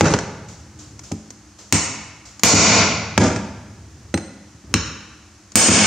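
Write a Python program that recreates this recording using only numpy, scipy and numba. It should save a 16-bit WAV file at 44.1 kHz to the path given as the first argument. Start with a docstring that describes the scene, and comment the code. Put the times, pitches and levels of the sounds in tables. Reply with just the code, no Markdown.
"""First come a knock and a scrape of steel over a faint room hiss: a disc is dragged off a wheel hub on a bench.
Set on the hub's seal, it is hammered in two pairs, each a tap and then a hard blow; between the pairs the disc
is dragged off and set back. Each contact is a clack of filtered noise, with decaying sine waves for the ringing
steel and the thudding bench. The workshop echoes, and a limiter holds the echo of the hard blows level until
it has died down."""
import sys
import numpy as np
from scipy import signal
from scipy.fft import rfft, irfft, next_fast_len
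from scipy.io import wavfile
from numba import njit

SR = 44100
rng = np.random.default_rng(int(sys.argv[2]) if len(sys.argv) > 2 else 0)


def master(y):
    """Save y as 16-bit WAV."""
    cut = np.clip(np.atleast_2d(y).T, -1, 1)
    pcm = np.round(cut * 32767)  # scale
    wavfile.write(sys.argv[1], SR, pcm.astype(np.int16))


N = 258426
T = np.arange(N) / SR  # time in s


def undb(db):
    """Turn decibels into gain."""
    return 10 ** (np.asarray(db) / 20)


def along(points, hz):
    """Read a value off a (frequency, value) table, sliding evenly in octaves between its points."""
    f, value = np.transpose(points)
    return np.interp(np.log(hz), np.log(f), value)


def fade(t, t60):
    """Die away exponentially, 60 dB down after t60 seconds."""
    return np.exp(-np.log(1000) * t / np.maximum(t60, 1e-3))


def colour(x, points, tilt=0):
    """Filter a sound to a spectrum, tilted in dB per octave, without smearing it ahead of its start."""
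    count = x.shape[-1]
    size = next_fast_len(count // 2 + 2048) * 2
    hz = np.maximum(np.arange(size // 2 + 1) * SR / size, 1)
    db = along(points, hz) + tilt * np.log2(np.clip(hz, 150, 7000) / 1000)
    # folding the cepstrum forwards in time makes the filter minimum-phase
    cepstrum = irfft(np.log(undb(db)))
    cepstrum[1:size // 2] *= 2
    cepstrum[size // 2 + 1:] = 0
    response = np.exp(rfft(cepstrum))
    return irfft(rfft(x, size) * response)[..., :count]


def burst(x, db):
    """Scale a short sound to the energy of 10 ms at this level."""
    energy = np.mean(np.sum(x ** 2, axis=-1))
    return x * undb(db) * np.sqrt(SR / 100 / energy)


def add(track, s, x):
    """Mix a sound into the stereo track at time s."""
    start = max(int(s * SR), 0)
    track[:, start:start + x.shape[-1]] += x[..., :N - start]


# how far apart left and right sound: (f/Hz, side minus mid level/dB)
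STEREO_WIDTH = [(60, -32), (125, -31), (250, -21.5), (500, -18), (1000, -13.5), (2000, -9.5), (4000, -9),
                (8000, -1)]


def stereo_noise(count):
    """White noise at two close microphones: alike in the bass, apart in the treble."""
    mid, side = rfft(rng.standard_normal((2, count)))
    hz = np.maximum(np.arange(len(mid)) * SR / count, 1)
    width = undb(along(STEREO_WIDTH, hz))
    left_right = np.array([mid + width * side, mid - width * side])
    return irfft(left_right / np.sqrt(1 + width ** 2), count)


def steady(points):
    """Endless stereo noise of rms 1, shaped to a spectrum."""
    x = colour(stereo_noise(N), points)
    return x / np.std(x)


def ring(modes, db, length=1, tilt=0, scatter=0):
    """A struck body sounds its own tones, each dying away; tilt favours high ones, scatter detunes at random."""
    t = T[:SR // 2]
    detune = 1 + scatter * rng.standard_normal(len(modes))
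    total = 0
    for k, (hz, level, t60) in enumerate(modes):
        gain = (-1) ** k * undb(level + tilt * np.log2(hz))  # every other tone is flipped
        total = total + gain * fade(t, t60 * length) * np.sin(2 * np.pi * hz * detune[k] * t)
    return burst(total, db)


def contact(t60, chatter_db):
    """Force of a steel contact: one spike, then a brief chatter of the loose parts all around."""
    t = T[:SR // 4]
    force = burst(stereo_noise(len(t)) * fade(t, t60), chatter_db)
    force[:, 0] += np.sqrt(SR / 100)  # a spike of 0 dB on the scale of burst()
    return force


# spectra of the room noise, the bench rumble and the hiss: (f/Hz, relative level/dB)
ROOM_NOISE = [(15, -61), (25, -35), (59, 0.5), (116, -2), (156, -31), (205, 2.5), (254, -26.5), (299, 0.5),
              (413, -21), (788, -17.5), (902, -18.5), (1280, -17.5), (3660, -25.5), (6450, -16.5),
              (15700, -51)]
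BENCH_RUMBLE = [(35, -35), (70, 8.5), (100, 6.5), (170, -6), (300, -8), (600, -23.5), (2000, -30.5),
                (6000, -49)]
HISS_SPECTRUM = [(500, -9), (2000, -17), (3500, -15.5), (6300, -6), (7300, -6.5), (9000, -25), (15000, -41)]
# the hand moving over the bench: (start t/s, end t/s, level/dB)
HAND_MOVES = [(0.29, 1.142, -44), (3.394, 4.223, -43), (4.628, 5.01, -33.5)]
# soft flares of hiss: t/s
HISS_FLARES = [0.483, 0.787, 1.033, 1.585, 2.252]
ROOM_NOISE_DB, RESTING_RUMBLE_DB, FLARE_DB = -48, -67, -41
HAND_FADE_S = .12


def background(flare_t60=0.66, flare_rise_s=0.0044):
    """Steady room noise, the bench rumbling under a moving hand, and a hiss that flares softly now and then."""
    flares = 0
    for s in HISS_FLARES:
        rise = np.clip((T - s) / flare_rise_s, 0, 1)
        flares = flares + undb(FLARE_DB) * rise * fade(np.abs(T - s), flare_t60)
    rumble = undb(RESTING_RUMBLE_DB)
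    for start, end, db in HAND_MOVES:
        rumble = rumble + undb(db) * np.clip(np.minimum(T - start, end - T) / HAND_FADE_S, 0, 1)
    air = undb(ROOM_NOISE_DB) * steady(ROOM_NOISE)
    return air + rumble * steady(BENCH_RUMBLE) + flares * steady(HISS_SPECTRUM)


# one brief low hum: (start t/s, end t/s, f/Hz, level/dB)
LOW_HUM = (.74, .95, 305, -47)


def hum():
    """A faint low sine tone that swells and goes."""
    start, end, hz, db = LOW_HUM
    swell = np.sin(np.pi * np.clip((T - start) / (end - start), 0, 1))
    return undb(db) * swell * np.sin(2 * np.pi * hz * T)


# how long the workshop echoes: (f/Hz, 60 dB decay t/s)
ECHO_DECAY = [(80, 2.2), (250, 0.83), (700, 1), (2000, 1.1), (5700, 0.83), (8100, 0.61), (11000, 0.1)]
# how loud the workshop echoes: (f/Hz, level/dB)
ECHO_LEVEL = [(80, -14), (250, -11), (700, -8), (2000, -10.5), (6000, -9), (8500, -6), (10000, 1),
              (14000, -3)]


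def workshop(x, first_wall_s=0.015, early_db=-8):
    """Nearby clutter answers faintly at once; then walls return a dense tail that loses its top treble first."""
    t = T[:int(1.5 * SR)]
    noise = rfft(stereo_noise(len(t)))
    hz = np.maximum(np.arange(noise.shape[1]) * SR / len(t), 1)
    centres = np.geomspace(50, 16000, 18)  # Hz
    tail = 0
    # each row of the identity matrix picks one band, overlapping its neighbours
    for centre, pick in zip(centres, np.eye(len(centres))):
        band = irfft(noise * np.interp(np.log(hz), np.log(centres), pick), len(t))
        shape = fade(t, along(ECHO_DECAY, centre)) * np.where(t < first_wall_s, undb(early_db), 1)
        tail = tail + band * shape * undb(along(ECHO_LEVEL, centre)) / np.sqrt(np.sum(shape ** 2))
    return signal.fftconvolve(x[None], tail, axes=1)[:, :N]


# tones of the workbench: (f/Hz, relative level/dB, 60 dB decay t/s)
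BENCH_TONES = [(75.2, -6, 0.27), (104.1, 0.5, 0.21), (165.6, -0.5, 0.23), (206.4, -1, 0.25),
               (258, 0.5, 0.13), (301.4, 0.5, 0.16), (352.4, -7.5, 0.17), (408.5, -7, 0.16)]


def touch(db, spectrum, tilt, t60, thud_db):
    """One contact on the disc: a chattering clack, and the bench thudding under it."""
    clack = burst(colour(contact(t60, chatter_db=12.5), spectrum, tilt), db)
    thud = ring(BENCH_TONES, thud_db, scatter=0.046)
    return thud + np.pad(clack, ((0, 0), (0, len(thud) - clack.shape[1])))


# spectra of a light tick and of a clack on the disc: (f/Hz, relative level/dB)
TICK_SPECTRUM = [(150, -13), (700, -8), (2100, -12.5), (3700, -15.5), (6600, -1), (8500, -16), (11000, -30),
                 (15000, -37)]
DISC_SPECTRUM = [(35, -17.5), (100, -7.5), (200, -1.5), (400, -8.5), (700, -12), (1200, -14.5), (2100, -15),
                 (3700, -25.5), (6600, -17), (8200, -32), (10000, -45), (16000, -87)]
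# light ticks of steel just touching: (t/s, level/dB)
STEEL_TICKS = [(.993, -36.5), (1.1183, -30.5), (1.305, -35), (2.395, -34.5), (5.5192, -40)]
TICK_T60_S, TICK_THUD_DB = 0.029, -17  # chatter decay; thud relative to the tick
# soft bumps of the hand shifting its grip: (t/s, level/dB)
HAND_BUMPS = [(4.282, -40.5), (4.545, -45), (4.64, -38.5)]
BUMP_T60_S, BUMP_TILT, BUMP_THUD_DB = 0.049, -5.5, -1  # rub decay; dB per octave; thud relative to the bump


def fingering():
    """While the disc is lined up, steel ticks brightly on steel and the hand bumps softly."""
    out = np.zeros((2, N))
    for s, db in STEEL_TICKS:
        add(out, s, touch(db, TICK_SPECTRUM, 0, TICK_T60_S, db + TICK_THUD_DB))
    for s, db in HAND_BUMPS:
        add(out, s, touch(db, DISC_SPECTRUM, BUMP_TILT, BUMP_T60_S, db + BUMP_THUD_DB))
    return out


# tones of the steel ring of the bearing (its race): (f/Hz, relative level/dB, 60 dB decay t/s)
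RACE_TONES = [(1446, -1, 0.019), (2025, 3.5, 0.016), (2740, -2, 0.0098), (4074, -3.5, 0.039),
              (4210, -20, .06), (6100, 2, 0.013)]
# the disc's edge clinking on the race: (t/s, level/dB)
EDGE_CLINKS = [(.138, -28), (4.1424, -21.5)]


def clinks():
    """Set down on its edge, the disc rings the bearing race."""
    out = np.zeros((2, N))
    for s, db in EDGE_CLINKS:
        add(out, s, ring(RACE_TONES, db))
    return out


KNOCK_T60_S = 0.038  # chatter decay of drags and knocks
# tones of the wheel hub: (f/Hz, relative level/dB, 60 dB decay t/s)
HUB_TONES = [(564, 13.5, 0.037), (799.6, 8, 0.11), (1046, 1, 0.057), (1254, 2.5, 0.11), (1850, -25, 0.011)]
# the disc dragged off the hub: (start t/s, hold t/s, level/dB, tilt in dB per octave)
DISC_DRAGS = [(0.041, 0.022, -14.5, -1), (3.203, 0.043, -12.5, -2.06)]
DRAG_ATTACK_S, DRAG_T60_S = 0.004, 0.43
CATCHES_PER_S, CATCH_SPREAD_DB = 900, 2.5
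DRAG_THUD_DB, DRAG_HUB_DB = -34, -12.5  # relative to the scrape


def drags():
    """Dragged over the hub, the disc catches and slips at random; each catch clacks and shakes hub and bench."""
    out = np.zeros((2, N))
    t = T[:SR // 2]
    for s, hold, db, tilt in DISC_DRAGS:
        pressure = np.minimum(t / DRAG_ATTACK_S, 1) * fade(np.maximum(t - hold, 0), DRAG_T60_S)
        caught = rng.random(len(t)) < CATCHES_PER_S / SR
        strength = undb(CATCH_SPREAD_DB * rng.standard_normal(len(t)))
        direction = np.sign(rng.standard_normal(len(t)))
        catches = caught * strength * direction
        force = pressure * catches / np.sqrt(np.mean(catches ** 2) * SR / 100)
        body = touch(db, DISC_SPECTRUM, tilt, KNOCK_T60_S, db + DRAG_THUD_DB)
        body = body + ring(HUB_TONES, db + DRAG_HUB_DB, tilt=tilt, scatter=0.033)
        add(out, s, signal.fftconvolve(force[None], body, axes=1))
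    return out


# tones of the steel disc, whose decay each contact scales: (f/Hz, relative level/dB, 60 dB decay t/s)
DISC_TONES = [(8440, 28, 0.14), (13900, -9, 0.2)]
# disc and hub knocking together: (t/s, clack level/dB, bench thud level/dB, disc ring level/dB)
HUB_KNOCKS = [(.009, -2.5, -3, -47), (0.107, -20.5, -17.5, -38), (.138, -13, -15, -65),
              (.188, -22.5, -30.5, -62), (1.115, -33.5, -18.5, -68), (2.531, -7, 11.5, -51),
              (3.1777, -1, -4.5, -41.5), (3.361, -23, -22, -45), (4.141, -16, -13, -31.5),
              (4.175, -25, -28.5, -38), (5.687, 8, 9, -42)]
KNOCK_TILT = -0.96  # dB per octave, when thud and clack are equal
DULLING = 0.21  # dB per octave lost for each dB that the thud exceeds the clack
KNOCK_HUB_DB = -14.5  # hub ring relative to the thud


def knocks():
    """The hand-held disc knocks on the hub, which bounces on the bench; a heavier thud means a duller clack."""
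    out = np.zeros((2, N))
    for s, db, thud_db, disc_db in HUB_KNOCKS:
        tilt = KNOCK_TILT - DULLING * (thud_db - db)
        add(out, s, touch(db, DISC_SPECTRUM, tilt, KNOCK_T60_S, thud_db))
        add(out, s, ring(DISC_TONES, disc_db, length=0.52))
        add(out, s, ring(HUB_TONES, thud_db + KNOCK_HUB_DB, tilt=tilt, scatter=0.024))
    return out


# spectrum of the hammer's clack, before BLOW_TILT: (f/Hz, relative level/dB)
HAMMER_SPECTRUM = [(40, -7), (100, 1.5), (180, 12.5), (450, 3), (1000, -2.5), (1550, -6), (2300, -3),
                   (3700, -11), (5200, -9), (6900, -5.5), (7700, -15), (8500, -21), (9600, -31.5),
                   (16000, -34.5)]
BLOW_TILT = 3.1  # dB per octave
CRACK_T60_S, CRACK_DB = .012, -6.5  # steel faces grinding for an instant, relative to the spike
BLOW_THUD_DB, THUD_GROWTH = -7.5, 0.62  # bench thud under a 0 dB blow; dB more per dB of blow
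BLOW_HUB_DB, BLOW_RACE_DB = -17, -5.5  # hub and race rings relative to the thud
RING_LENGTH, RING_HALVING_DB = .86, 10  # disc ring length factor at 0 dB; a blow this much harder halves it
# blows: (t/s, clack level/dB, contact cut-off f/Hz, disc ring level/dB, rebound rate f/Hz, rebound share 0-1)
HAMMER_BLOWS = [(1.7252, 1, 10300, -14.5, 1418, 0.06), (2.4345, 28.5, 11600, -22, 6700, 0),
                (4.7405, -6, 6200, -35.5, 1385, 0.86), (5.5560, 30, 13000, 24.5, 7160, 0.17)]


def hammer(chatter_t60=0.12, chatter_db=-11):
    """Some blows bounce again within 1 ms, combing the clack; harder blows thud more, ring shorter."""
    out = np.zeros((2, N))
    t = T[:SR // 4]
    for s, db, edge_hz, disc_db, rebound_hz, share in HAMMER_BLOWS:
        crack = burst(stereo_noise(len(t)) * fade(t, CRACK_T60_S), CRACK_DB)
        force = contact(chatter_t60, chatter_db) + crack
        force = force + share * np.roll(force, round(SR / rebound_hz), axis=1)
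        # a longer contact has less top
        force = signal.sosfilt(signal.butter(6, edge_hz, fs=SR, output="sos"), force)
        add(out, s, burst(colour(force, HAMMER_SPECTRUM, BLOW_TILT), db))
        thud_db = BLOW_THUD_DB + THUD_GROWTH * db
        add(out, s, ring(BENCH_TONES, thud_db, scatter=0.029))
        add(out, s, ring(HUB_TONES, thud_db + BLOW_HUB_DB))
        add(out, s, ring(RACE_TONES, thud_db + BLOW_RACE_DB))
        add(out, s, ring(DISC_TONES, disc_db, RING_LENGTH * 2 ** (-db / RING_HALVING_DB)))
    return out


def scene():
    """Work on the bench straight ahead, its echo and the background."""
    work = hammer() + knocks() + drags() + fingering() + clinks()
    return work + workshop(work.mean(axis=0)) + background() + hum()


@njit
def follow(x, attack, release):
    """Trace the loudness: rise fast and fall more slowly."""
    out, e = np.empty(len(x)), 0.
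    for i in range(len(x)):
        e += (x[i] - e) * (attack if x[i] > e else release)
        out[i] = e
    return out


def limiter(x, top_db=-9.5, attack_s=0.0023, release_s=0.0074, ahead_s=0.00079):
    """Turn loud moments down, looking a moment ahead, with the same gain on both channels."""
    loudest = np.abs(x).max(axis=0)
    envelope = follow(loudest, 1 / (1 + attack_s * SR), 1 / (1 + release_s * SR))
    ahead = np.interp(T + ahead_s, T, envelope)
    return x / np.maximum(ahead / undb(top_db), 1)


def record(dry, overload_db=19, low_cut_hz=52, top_hz=15650):
    """The hardest blows overload the microphone; the limiter acts, peaks clip, and deep bass and top are cut."""
    headroom = undb(overload_db)
    held = limiter(headroom * np.tanh(dry / headroom))
    low_cut = signal.butter(2, low_cut_hz, "high", fs=SR, output="sos")
    clipped = np.clip(signal.sosfilt(low_cut, held), -1, 1)
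    top_cut = signal.ellip(8, .2, 70, top_hz, fs=SR, output="sos")
    return signal.sosfilt(top_cut, clipped)


dry = scene()
out = record(dry)
master(out)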